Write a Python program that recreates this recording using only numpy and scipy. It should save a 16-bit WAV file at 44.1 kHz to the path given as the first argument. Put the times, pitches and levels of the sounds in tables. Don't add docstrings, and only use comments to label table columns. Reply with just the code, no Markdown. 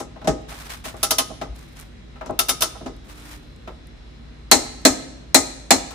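import sys
import numpy as np
from scipy import signal
from scipy.io import wavfile

SR = 44100
rng = np.random.default_rng(int(sys.argv[2]) if len(sys.argv) > 2 else 0)


def wrap_up_sound(samples):
    columns = np.atleast_2d(samples).T
    tamed = np.clip(columns, -1, 1)
    steps = np.round(tamed * 32767).astype(np.int16)
    wavfile.write(sys.argv[1], SR, steps)


N = 262174

# (frequency [Hz], density [dB per Hz])
AIR_SPECTRUM = [(18, -31), (30, -4.5), (59, -3.5), (228, -12), (281, -12.5), (859, -27), (2030, -27),
                (2840, -31), (3980, -33), (4310, -33), (9640, -50), (11900, -64.5), (13900, -66),
                (15000, -82)]
# (frequency [Hz], level before wavering [dB rms])
HUM_TONES = [(42.4, -51), (55.8, -45.5), (125, -62), (148, -58), (241, -56.5)]
# (multiple of MOTOR_HZ [1], level before wavering [dB rms])
WHINE_OVERTONES = [(56, -75), (58, -71), (60, -74), (61, -76), (65, -73), (66, -70), (68, -74), (69, -71),
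                   (70, -71), (89, -77), (92, -78)]
# (frequency [Hz], correlation [1])
NOISE_LIKENESS = [(60, 0.8), (130, 0.82), (290, 0.21), (640, 0.02), (1400, 0.044), (3100, 0.02),
                  (15000, 0.025)]

# (time [s], drive level [dB], treble corner above KNEE_HZ [octaves], left over right [dB], bass weight [dB])
SOFT_BLOWS = [(0.0, -26.5, 3.5, 3.5, 0.5), (0.1586, -36, 1.2, 4, -5), (0.214, -35.5, 1.7, 0, -4.5),
              (0.2435, -33.5, 2.56, 0, 6.5), (0.2726, -14, 2.83, 1, 5.5), (0.5143, -32, 1.9, -4.5, -25),
              (0.852, -31, 4.4, 4, -1), (0.9394, -33.5, 0.81, 1.5, 0), (1.3009, -33, 0.1, -7, 2),
              (1.4129, -23, 2.2, 2, -2), (2.1567, -39, 1.5, 0, -12), (2.2094, -25.5, 1.27, 2, -11.5),
              (2.2594, -34.5, 2.8, 3, 1), (2.2937, -22, 0.089, 4, 1.3), (2.7498, -36.5, 0.8, -7, -3),
              (2.8089, -37.5, 0.73, 0, 10), (2.8594, -28.5, 2.45, 0, 5.5), (3.674, -29, 1.73, 1.5, -4),
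              (5.906, -35.5, 4.2, 8, -25)]
# (frequency [Hz], level [dB])
SOFT_DRIVE = [(280, -5.5), (900, -2.5), (1800, -2), (2900, -5), (8500, -9)]
# (frequency [Hz], level [dB])
SOFT_TONE = [(100, -5), (300, 1.5), (1000, 0), (2500, -7), (4500, -2), (6300, 4.5), (10000, 3), (15000, -2)]
# (frequency [Hz], 60 dB fall [s])
PANEL_T60 = [(150, 0.18), (400, 0.27), (1000, 0.15), (3000, 0.12), (7000, 0.19), (14000, 0.009)]
# (frequency [Hz], relative level [dB], 60 dB fall [s])
CAR_FRAME_MODES = [(204.3, -10, 0.095), (263.3, 1, 0.19), (316.3, -30.5, 1), (484, -23, 0.17),
                   (513, -29, .2), (630, 7, 0.09), (684, 8, 0.05), (807.2, 4.5, 0.11), (974, 1, 0.045),
                   (1060, -6.5, 0.15), (1250, -10, 0.32), (1333.5, 1, 0.088), (2020, -10.5, 0.17),
                   (2167, -12.5, 0.13)]
# (frequency [Hz], relative level [dB], 60 dB fall [s])
WRENCH_MODES = [(2773, -3, 0.056), (3060, -7, 0.1), (3650, -2.5, 0.092), (5460, -7.5, .1),
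                (6350, -16, 0.037), (6200, -17, 0.12), (9480, -7, 0.11), (10300, -2, 0.1),
                (12900, 0.5, 0.048)]
# (frequency [Hz], correlation [1])
BLOW_SIDES = [(100, 0.63), (300, .7), (700, 0.45), (1500, 0.17), (4000, .1), (15000, .1)]
# (frequency [Hz], 60 dB fall [s])
ECHO_T60 = [(100, 0.894), (300, 0.91), (1000, 0.69), (4000, 0.8), (8000, 0.61), (15000, 0.19)]

# (time [s], peak before side spread [dB], pitch [Hz])
CAR_THUMPS = [(0.289, -27, 57), (0.93, -33.5, 108), (1.488, -27.5, 52.5), (2.31, -36, 94.2),
              (2.881, -39, 40.2)]
# (time [s], peak [dB])
GRIT_CRACKS = [(0.4189, -43.5), (0.9683, -32), (1.563, -34), (1.5923, -33), (1.726, -44), (1.7698, -33),
               (1.7933, -35), (1.7994, -23.5), (1.8117, -26), (2.2612, -32), (2.3096, -31.5), (2.9662, -42),
               (3.5625, -40.5), (3.8718, -35), (4.8194, -42)]
# (start [s], length [s], starting level [dB], change over the slide [dB])
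SHOE_SCUFFS = [(0.477, 0.2, -40.5, -2.5), (0.689, 0.062, -29.5, -10), (0.837, 0.044, -32.5, -2),
               (0.956, 0.082, -47, -6.5), (1.545, 0.22, -48, -12), (1.75, 0.06, -52.5, 8.5),
               (3.036, 0.062, -60.5, 11.5), (3.089, 0.027, -49, 1), (3.142, 0.19, -51, 8),
               (3.296, 0.053, -48, -1), (3.414, 0.31, -67, -4)]
# (frequency [Hz], density [dB per Hz])
SCUFF_SPECTRUM = [(240, -44), (400, -14), (438, -11), (705, -6), (971, -1), (10400, -14.5), (11900, -25.5),
                  (14300, -5.5), (15500, -21)]

# (time [s], drive level [dB], hardness [dB per octave of treble], left over right [dB])
PAWL_CLICKS = [(1.0294, -20.5, 1.4, 0), (1.1067, -18, -0.11, 1.5), (1.183, -17, -1.7, 0.5),
               (2.39, -18.5, -0.1, 2.5), (2.484, -29.5, 2, 1.5), (2.4913, -21.5, 0.8, 2.5),
               (2.607, -29, 3, -2), (2.6199, -19, -0.77, 2.5)]
# (frequency [Hz], level [dB])
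PAWL_DRIVE = [(280, -9), (900, -3.5), (2900, 5), (8500, 7.5)]
# (frequency [Hz], level [dB])
PAWL_TONE = [(150, -21), (300, -1.5), (800, -3), (1300, 1.5), (2000, -9.5), (3200, -3), (4500, -1.5),
             (6000, 1.5), (7800, -9), (10000, 0), (12000, -11.5), (13500, 3.5)]
# (time [s], drive level [dB], hardness [dB per octave of treble], left over right [dB])
CAM_SNAPS = [(4.5136, -7.5, -0.5, 4), (4.8508, -9.5, -0.5, 1), (5.3444, -9.5, 1.5, 4), (5.7064, -9, -1, 1)]
# (frequency [Hz], level [dB])
CAM_DRIVE = [(280, -6.5), (900, 1.5), (2900, 5), (8500, -2.5)]
# (frequency [Hz], level [dB])
CAM_TONE = [(130, -26.5), (260, 7.5), (420, -2), (800, 1), (1400, -6.5), (2100, -0.5), (3000, -9.5),
            (4200, -22.5), (5000, 0.5), (7400, 9), (11000, 2), (15000, 16)]
# (frequency [Hz], relative level [dB], 60 dB fall [s])
CAM_RATTLE_MODES = [(3710, -9.5, 0.079), (4130, -3, 0.15), (4240, 4.5, 0.1), (4480, -13.5, 0.058),
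                    (5440, -8.5, 0.25), (6300, -11.5, 0.36), (6590, -10, 0.12), (7500, -10, 0.081),
                    (7340, -5, .11), (7840, -23, .1)]

EDGES = 100 * 2 ** np.arange(0, 7.4, 1 / 3)
AIR_DB, MOTOR_HZ = -44.5, 58.74
HUM_WAVER_DB, WHINE_WAVER_DB = 1.0, 2.2
BASS_HZ, KNEE_HZ = 280, 900
SOFT_FALL_DB_PER_OCTAVE = 15
STEEL_HZ, TOP_HZ = 3500, 8500
RATTLE_RISE = 3.3
LOOSE_CYCLES = 45
GARAGE_DB = -15.5
GRIT_HZ = (7000, 10500)
SCUFF_ATTACK_S, SCUFF_FALL_DB_PER_S = 0.017, 284
SCUFF_LUMPS_DB = 1.2
DRONE_START_S, DRONE_LENGTH_S, DRONE_HZ, DRONE_DB = 3.04, 0.36, 298, -52
DRONE_ATTACK_S, DRONE_FALL_DB_PER_S = 0.076, 90
RECOIL_LAG_S, RECOIL_DB, RECOIL_HZ = 0.042, -32.5, 82
MIC_LOW_HZ, CUTOFF_HZ = 39.2, 15650


def from_db(db):
    return 10 ** (np.asarray(db) / 20)


def rms_one(x):
    return x / np.sqrt(np.mean(x ** 2) + 1e-20)


def at_hz(points, hz):
    table = np.array(points)
    return np.interp(np.log(hz), np.log(table[:, 0]), table[:, 1])


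def drift(rate_hz):
    r = np.exp(-80 * np.pi * rate_hz / SR)
    noise = rng.standard_normal(N // 40 + 2002)
    slow = signal.lfilter([1], [1, -2 * r, r * r], noise)[2000:]
    return np.interp(np.arange(N) / 40, np.arange(len(slow)), rms_one(slow))


def hold(start_s, length_s, level_db, change_db, attack_s, fall_db_per_s):
    t = np.arange(N) / SR - start_s
    slope_db = change_db * np.clip(t / length_s, 0, 1)
    release_db = fall_db_per_s * np.maximum(t - length_s, 0)
    return from_db(level_db + slope_db - release_db) * np.clip(t / attack_s, 0, 1)


def noise_bands(edges, likeness=NOISE_LIKENESS):
    white = rng.standard_normal((2, 2, N))
    for k, (low, high) in enumerate(zip(edges, edges[1:])):
        band_pass = signal.butter(2, [low, high], "band", fs=SR, output="sos")
        mid, side = rms_one(signal.sosfilt(band_pass, white[k % 2]))
        hz = np.sqrt(low * high)
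        alike = np.clip(at_hz(likeness, hz), -1, 1)
        shared = np.sqrt(1 + alike) * mid
        opposed = np.sqrt(1 - alike) * side * [[1], [-1]]
        yield hz, high - low, (shared + opposed) / np.sqrt(2)


def outdoor_air():
    air = 0
    for hz, width, band in noise_bands(np.geomspace(32, 15000, 24)):
        air = air + from_db(at_hz(AIR_SPECTRUM, hz) + drift(8)) * np.sqrt(width) * band
    return from_db(AIR_DB) * rms_one(air)


def machine_hum():
    t = np.arange(N) / SR
    hum = 0
    for hz, level_db in HUM_TONES + [(k * MOTOR_HZ, db) for k, db in WHINE_OVERTONES]:
        high = hz > 1000
        gain = from_db(level_db + (WHINE_WAVER_DB if high else HUM_WAVER_DB) * drift(1.6))
        phase = rng.random((1 + high, 1))
        hum = hum + np.sqrt(2) * gain * np.sin(2 * np.pi * (hz * t + phase))
    return hum


def dying(clicks, t60):
    return signal.lfilter([1], [1, -from_db(-60 / (max(t60, .001) * SR))], clicks + 1e-18)


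def ring(force, hz, t60):
    r, w = from_db(-60 / (t60 * SR)), 2 * np.pi * hz / SR
    push = .5 / np.sin(w / 2)
    return signal.lfilter([push, -push], [1, -2 * r * np.cos(w), r * r], force + 1e-18) * np.sin(w)


def train(rows, gains, late_s=0):
    out = np.zeros((2, N))
    at = np.round((rows[:, 0] + late_s * np.ones((2, 1))) * SR).astype(int)
    out[[[0], [1]], np.minimum(at, N - 1)] = gains
    return out


def panel_shudder(rows, strength, colour, damping, rise_ms):
    out = np.zeros((2, N))
    for hz, width, band in noise_bands(EDGES, BLOW_SIDES):
        rise = np.exp(-1000 / (SR * rise_ms * (1 + 1100.0 / hz)))
        fall = dying(train(rows, strength(hz)), at_hz(PANEL_T60, hz) * damping)
        out += from_db(at_hz(colour, hz)) * band * signal.lfilter([1 - rise], [1, -rise], fall)
    return out


def frame_swell(rows, strength, colour, damping, swell_ms):
    out, n = np.zeros((2, N)), len(rows)
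    for hz, level_db, t60 in CAR_FRAME_MODES:
        uneven = from_db(rng.normal(0, 2.68, (1, n)) + rng.normal(0, 1.57, (2, n)))
        common, own = rng.random((1, n)), rng.random((2, n))
        late_s = (common + 0.62 * (1 - at_hz(BLOW_SIDES, hz)) * own) / hz
        clicks = train(rows, strength(hz) * uneven, late_s)
        fed = ring(clicks, hz, swell_ms / 1000) / (swell_ms * SR / 14000)
        out += from_db(level_db + at_hz(colour, hz)) * ring(fed, hz, t60 * damping)
    return out


def wrench_rattle(rows, strength, modes, damping, rise_ms):
    out, noise = np.zeros((2, N)), rng.standard_normal((2, N))
    rattle = noise + 0.099 * noise[::-1]
    rise = np.exp(-1 / (RATTLE_RISE * rise_ms * SR / 1000))
    for hz, level_db, t60 in modes:
        uneven = from_db(rng.normal(0, 2.5, (2, len(rows))))
        fall = dying(train(rows, strength(hz) * uneven), t60 * damping)
        force = signal.lfilter([1 - rise], [1, -rise], fall) * rattle
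        even_out = np.sqrt(14 * hz / (LOOSE_CYCLES * SR))
        out += from_db(level_db) * ring(force, hz, LOOSE_CYCLES / hz) * even_out
    return out


def blows(rows, contact, drive, colour, modes, shudder_db, frame_db, ring_db, damping, rise_ms, swell_ms):
    rows = np.array(rows)

    def strength(hz):
        sides_db = rows[:, 3] * [[.5], [-.5]]
        return from_db(rows[:, 1] + at_hz(drive, hz) + contact(rows, hz) + sides_db)

    out = from_db(shudder_db) * panel_shudder(rows, strength, colour, damping, rise_ms)
    out += from_db(frame_db) * frame_swell(rows, strength, colour, damping, swell_ms)
    return out + from_db(ring_db) * wrench_rattle(rows, strength, modes, damping, rise_ms)


def soft_contact(rows, hz):
    below = np.log(KNEE_HZ / np.clip(hz, BASS_HZ, KNEE_HZ)) / np.log(KNEE_HZ / BASS_HZ)
    octaves_over = np.maximum(np.log2(hz / KNEE_HZ) - rows[:, 2], 0)
    return rows[:, 4] * below - SOFT_FALL_DB_PER_OCTAVE * octaves_over


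def soft_blows():
    return blows(SOFT_BLOWS, soft_contact, SOFT_DRIVE, SOFT_TONE, WRENCH_MODES, shudder_db=-9.5,
                 frame_db=-6.0, ring_db=-7.5, damping=1.0, rise_ms=0.72, swell_ms=37)


def garage(x):
    t = np.arange(SR) / SR
    tail = 0
    for hz, width, band in noise_bands(EDGES[::2]):
        tail = tail + np.sqrt(width) * band[:, :SR] * from_db(-60 * t / at_hz(ECHO_T60, hz))
    tail = tail * np.clip(t / 0.0029, 0, 1)
    tail = tail / np.sqrt(np.sum(tail ** 2) / 2)
    return from_db(GARAGE_DB) * signal.fftconvolve(x.mean(axis=0)[None], tail)[:, :N]


def single_rings(rows, cycles, rise_cycles):
    out = np.zeros((2, N + SR))
    side_spread_db = rng.normal(0, 1.6, (len(rows), 2))
    for (s, peak_db, hz), sides_db in zip(rows, side_spread_db):
        turns = np.arange(SR // 2) / SR * hz
        shape = from_db(-60 * turns / cycles) * (1 - np.exp(-turns / rise_cycles))
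        wave = np.sin(2 * np.pi * turns) * shape
        start = round(s * SR)
        out[:, start:start + len(wave)] += from_db(peak_db + sides_db)[:, None] * wave / np.abs(wave).max()
    return out[:, :N]


def car_thumps():
    return single_rings(CAR_THUMPS, cycles=7.8, rise_cycles=0.67)


def grit_cracks():
    cracks = [(s, peak_db, rng.uniform(*GRIT_HZ)) for s, peak_db in GRIT_CRACKS]
    return single_rings(cracks, cycles=5, rise_cycles=.3)


def scuffs():
    pressure = sum(hold(*row, SCUFF_ATTACK_S, SCUFF_FALL_DB_PER_S) for row in SHOE_SCUFFS)
    grain = from_db(SCUFF_LUMPS_DB * drift(25) + 1.6 * drift(54) + 2.1 * drift(250))
    sand = sum(from_db(at_hz(SCUFF_SPECTRUM, hz)) * np.sqrt(width) * band
               for hz, width, band in noise_bands(EDGES[6::2]))
    return pressure * rms_one(grain * sand)


def steel_contact(rows, hz):
    return rows[:, 2] * np.log2(np.clip(hz, STEEL_HZ, TOP_HZ) / STEEL_HZ)


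def ratchet():
    return blows(PAWL_CLICKS, steel_contact, PAWL_DRIVE, PAWL_TONE, WRENCH_MODES, shudder_db=-8.5,
                 frame_db=-2.5, ring_db=-3.5, damping=0.91, rise_ms=0.59, swell_ms=52)


def drone():
    t = np.arange(N) / SR
    gain = hold(DRONE_START_S, DRONE_LENGTH_S, DRONE_DB, 0, DRONE_ATTACK_S, DRONE_FALL_DB_PER_S)
    return gain * np.sqrt(2) * np.sin(2 * np.pi * DRONE_HZ * t)


def cam_releases():
    return blows(CAM_SNAPS, steel_contact, CAM_DRIVE, CAM_TONE, CAM_RATTLE_MODES, shudder_db=-7,
                 frame_db=-7, ring_db=-4.5, damping=0.9, rise_ms=0.38, swell_ms=44)


def car_recoil():
    recoils = [(row[0] + RECOIL_LAG_S, RECOIL_DB, RECOIL_HZ) for row in CAM_SNAPS]
    return single_rings(recoils, cycles=7.8, rise_cycles=0.67)


def scene():
    background = outdoor_air() + machine_hum() + drone()
    near = soft_blows() + grit_cracks() + scuffs() + ratchet() + cam_releases()
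    return background + near + garage(near) + car_thumps() + car_recoil()


def record(dry):
    clipped = dry / (1 + np.abs(dry / .97) ** 6) ** (1 / 6)
    low_cut = signal.butter(4, MIC_LOW_HZ, "high", fs=SR, output="sos")
    top_cut = signal.cheby2(12, 60, CUTOFF_HZ * 1.04, fs=SR, output="sos")
    return signal.sosfilt(top_cut, signal.sosfilt(low_cut, clipped))


dry = scene()
out = record(dry)
wrap_up_sound(out)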